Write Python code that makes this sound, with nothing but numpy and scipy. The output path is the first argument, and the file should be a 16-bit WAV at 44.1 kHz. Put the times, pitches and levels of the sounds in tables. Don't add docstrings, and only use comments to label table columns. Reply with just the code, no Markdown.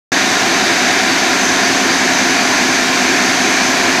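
import sys
import numpy as np
from scipy import signal
from scipy.fft import rfft, irfft
from scipy.io import wavfile
from scipy.ndimage import uniform_filter1d, minimum_filter1d

SR = 44100
rng = np.random.default_rng(int(sys.argv[2]) if len(sys.argv) > 2 else 0)


def wrap_up_sound(samples):
    columns = np.atleast_2d(samples).T
    tamed = np.clip(columns, -1, 1)
    steps = np.round(tamed * 32767).astype(np.int16)
    wavfile.write(sys.argv[1], SR, steps)


N = 176400
T = np.arange(N) / SR
TURNS_PER_S, CONTACTS_PER_TURN = 5.04, 480
GRAINS_PER_S, GRAIN_SPREAD_DB = 14000, 2
FLUTTER_DB, FLUTTER_HZ = 1.2, 5

# pitch_hz, level_db_per_hz
SHED_SPECTRUM = [(12, -67), (24, -65), (44, -78.5), (72, -68), (95, -70), (150, -68), (400, -80)]
WATER_SPECTRUM = [(1500, -60), (3500, -60), (5000, -56), (5800, -57), (6600, -59), (7300, -61.5),
                  (8200, -68.5), (10000, -73), (14000, -79.5)]
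GRIT_SPECTRUM = [(110, -62), (195, -57.5), (280, -53), (380, -53.5), (520, -55.5), (700, -51), (870, -53.5),
                 (1020, -50), (1220, -53.5), (1700, -50), (2500, -54), (3100, -58), (4300, -59),
                 (7000, -78)]
# pitch_hz, width_hz, level_db
WHINE_MODES = [(4590, 39, -34.5), (4760, 87, -38.5)]
# peak_s, rise_db
BINDS = [(.31, 7), (.66, 9), (1.08, 7), (1.2, 7), (1.66, 6), (1.9, 11), (2.4, 6)]
# pitch_hz, width_hz, level_db, trend_db_per_s, flutter_db
STEEL_MODES = [(376.5, 104, -30.5, -0.5, -1.1), (725, 128, -29, -0.7, -0.5), (1411, 76, -31.5, -1, 3),
               (3764, 460, -31.5, -1.5, -1)]
# time_s, level_db
LEFT_RASP_CURVE = [(0, -24.5), (.52, -23), (.88, -22), (1.08, -25.5), (2.5, -23.3), (4, -23)]
RIGHT_RASP_CURVE = [(0, -25.5), (2.85, -24), (3.35, -22.5), (3.6, -21.5), (4, -23.5)]
SIZZLE_CURVE = [(0, -27), (1.6, -26.5), (2.1, -25.7), (2.6, -26), (4, -27)]
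# time_s, facing_db
MIC_FACING = [(0, -2.5), (1, -1.7), (2, .7), (2.7, 1.2), (4, 0)]
# cycles_per_turn, level_db, db_per_facing_db, swell_db, swell_peak_s
BLADE_TONES = [(50, -26.4, .8, 2, .06), (54, -29.7, 1, 1, .02), (67, -30.5, 0, 8, .1),
               (138, -30.7, -.4, 2.5, .05), (150, -34.5, -2.6, 2.5, .04)]
# pitch_hz, width_hz, level_db, trend_db_per_s, swell_db, swell_peak_s
BLADE_MODES = [(80, 18, -51, 0, 1, .1), (130, 30, -41.5, 0, 1, .11), (193, 24, -31, -.4, 3, .07),
               (243, 26, -33, .6, 1, .04), (286, 40, -31, .4, 7, .14), (384, 40, -30, 0, 2, .04),
               (632, 35, -33.5, 0, 1.5, .08), (745, 80, -28, -.7, 2.5, .04), (985, 130, -32, 0, 1, .15),
               (1660, 400, -27.3, -.6, .5, .1), (2200, 450, -33, .5, .3, .1)]


def from_db(db):
    return 10 ** (np.asarray(db) / 20)


def rms_one(x):
    return x / np.sqrt(np.mean(x ** 2) + 1e-20)


def drift(rate_hz):
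    step, settle = 40, 2000
    pole = np.exp(-2 * np.pi * rate_hz * step / SR)
    noise = rng.standard_normal(N // step + settle + 2)
    slow = signal.lfilter([1], [1, -2 * pole, pole * pole], noise)[settle:]
    return np.interp(np.arange(N) / step, np.arange(len(slow)), rms_one(slow))


def colour(white, spectrum):
    hz, db = np.transpose(spectrum)
    bins_hz = np.maximum(np.arange(N // 2 + 1) * SR / N, 1)
    gain = from_db(np.interp(np.log(bins_hz), np.log(hz), db))
    skirts = np.minimum(1, np.minimum(bins_hz / hz[0], hz[-1] / bins_hz)) ** 2
    return irfft(rfft(white) * gain * skirts, N) * np.sqrt(SR / 2)


def resonate(x, hz, width_hz):
    edges = [max(hz - width_hz / 2, 20), hz + width_hz / 2]
    return rms_one(signal.sosfilt(signal.butter(2, edges, "band", fs=SR, output="sos"), x + 1e-18))


def swell(depth_db, peak_s):
    return rms_one(from_db(depth_db * np.cos(2 * np.pi * TURNS_PER_S * (T - peak_s))))


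def mic_turn(level_db, db_per_s):
    return from_db(level_db + db_per_s * (T - T.mean()))


def shed_rumble():
    return colour(rng.standard_normal(N), SHED_SPECTRUM)


def cooling_water():
    return colour(rng.standard_normal(N), WATER_SPECTRUM)


def grit():
    sizes = from_db(GRAIN_SPREAD_DB * np.minimum(rng.exponential(1, N), 5))
    signs = rng.choice([-1, 1], N)
    breaks = rng.random(N) < GRAINS_PER_S / SR
    return rms_one(sizes * signs * breaks)


def blade_whine(squeal_s=.028, flutter_db=1):
    flare_db = sum(rise_db * np.exp(-((T - peak_s) / squeal_s) ** 2) for peak_s, rise_db in BINDS)
    gain = from_db(flare_db + flutter_db * drift(FLUTTER_HZ))
    return gain * sum(from_db(db) * resonate(grit(), hz, width) for hz, width, db in WHINE_MODES)


def grinding():
    steel = 0
    for hz, width, db, trend, flutter_db in STEEL_MODES:
        flutter = rms_one(from_db(flutter_db * drift(FLUTTER_HZ)))
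        steel += mic_turn(db, trend) * flutter * resonate(grit(), hz, width)
    left = rasp(LEFT_RASP_CURVE, hz=1706, width_hz=330)
    right = rasp(RIGHT_RASP_CURVE, hz=2268, width_hz=440)
    sizzle = rasp(SIZZLE_CURVE, hz=6204, width_hz=590)
    return steel + left + right + sizzle + colour(grit(), GRIT_SPECTRUM)


def rasp(curve, hz, width_hz):
    level_db = np.interp(T, *np.transpose(curve)) + FLUTTER_DB * drift(FLUTTER_HZ)
    return from_db(level_db) * resonate(grit(), hz, width_hz)


def blade_singing(waver_db=1.4, wander_s=.00009):
    angle = 2 * np.pi * TURNS_PER_S * (T + wander_s * drift(rate_hz=1))
    facing_db = np.interp(T, *np.transpose(MIC_FACING))
    tones = 0
    for cycles, db, follows, swell_db, peak_s in BLADE_TONES:
        gain = from_db(db + follows * facing_db + waver_db * drift(rate_hz=3.4))
        tone = np.sqrt(2) * np.sin(cycles * angle + 2 * np.pi * rng.random())
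        tones += gain * swell(swell_db, peak_s) * tone
    return tones


def teeth(slip_s=.00004, force_spread=.25):
    rim_place = rng.random(CONTACTS_PER_TURN)
    strength = rng.standard_normal(CONTACTS_PER_TURN)
    turns = np.arange(int(N / SR * TURNS_PER_S) + 1)[:, None]
    contact_s = (turns + rim_place) / TURNS_PER_S + slip_s * rng.standard_normal(turns.shape)
    force = strength * (1 + force_spread * rng.standard_normal(contact_s.shape))
    samples = np.abs(contact_s * SR).astype(int)
    return np.bincount(samples.ravel(), force.ravel(), N)[:N]


def blade_drone():
    contacts = teeth()
    return sum(mic_turn(db, trend) * swell(swell_db, peak_s) * resonate(contacts, hz, width)
               for hz, width, db, trend, swell_db, peak_s in BLADE_MODES)


def scene():
    saws = blade_drone() + blade_singing() + grinding() + blade_whine()
    return np.tile(saws + cooling_water() + shed_rumble(), (2, 1))


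def record(dry):
    start_s, fade_s = .118, .002
    limit_db, limiter_s, cutoff_hz = -2.4, .002, 14000
    x = dry * np.clip((T - start_s) / fade_s, 0, 1)
    window = int(limiter_s * SR)
    gain = np.minimum(1, from_db(limit_db) / (np.abs(x[0]) + 1e-9))
    limited = x * uniform_filter1d(minimum_filter1d(gain, window), window)
    lowpass = signal.ellip(12, .1, 80, cutoff_hz, fs=SR, output="sos")
    return signal.sosfilt(lowpass, limited + 1e-18)


dry = scene()
out = record(dry)
wrap_up_sound(out)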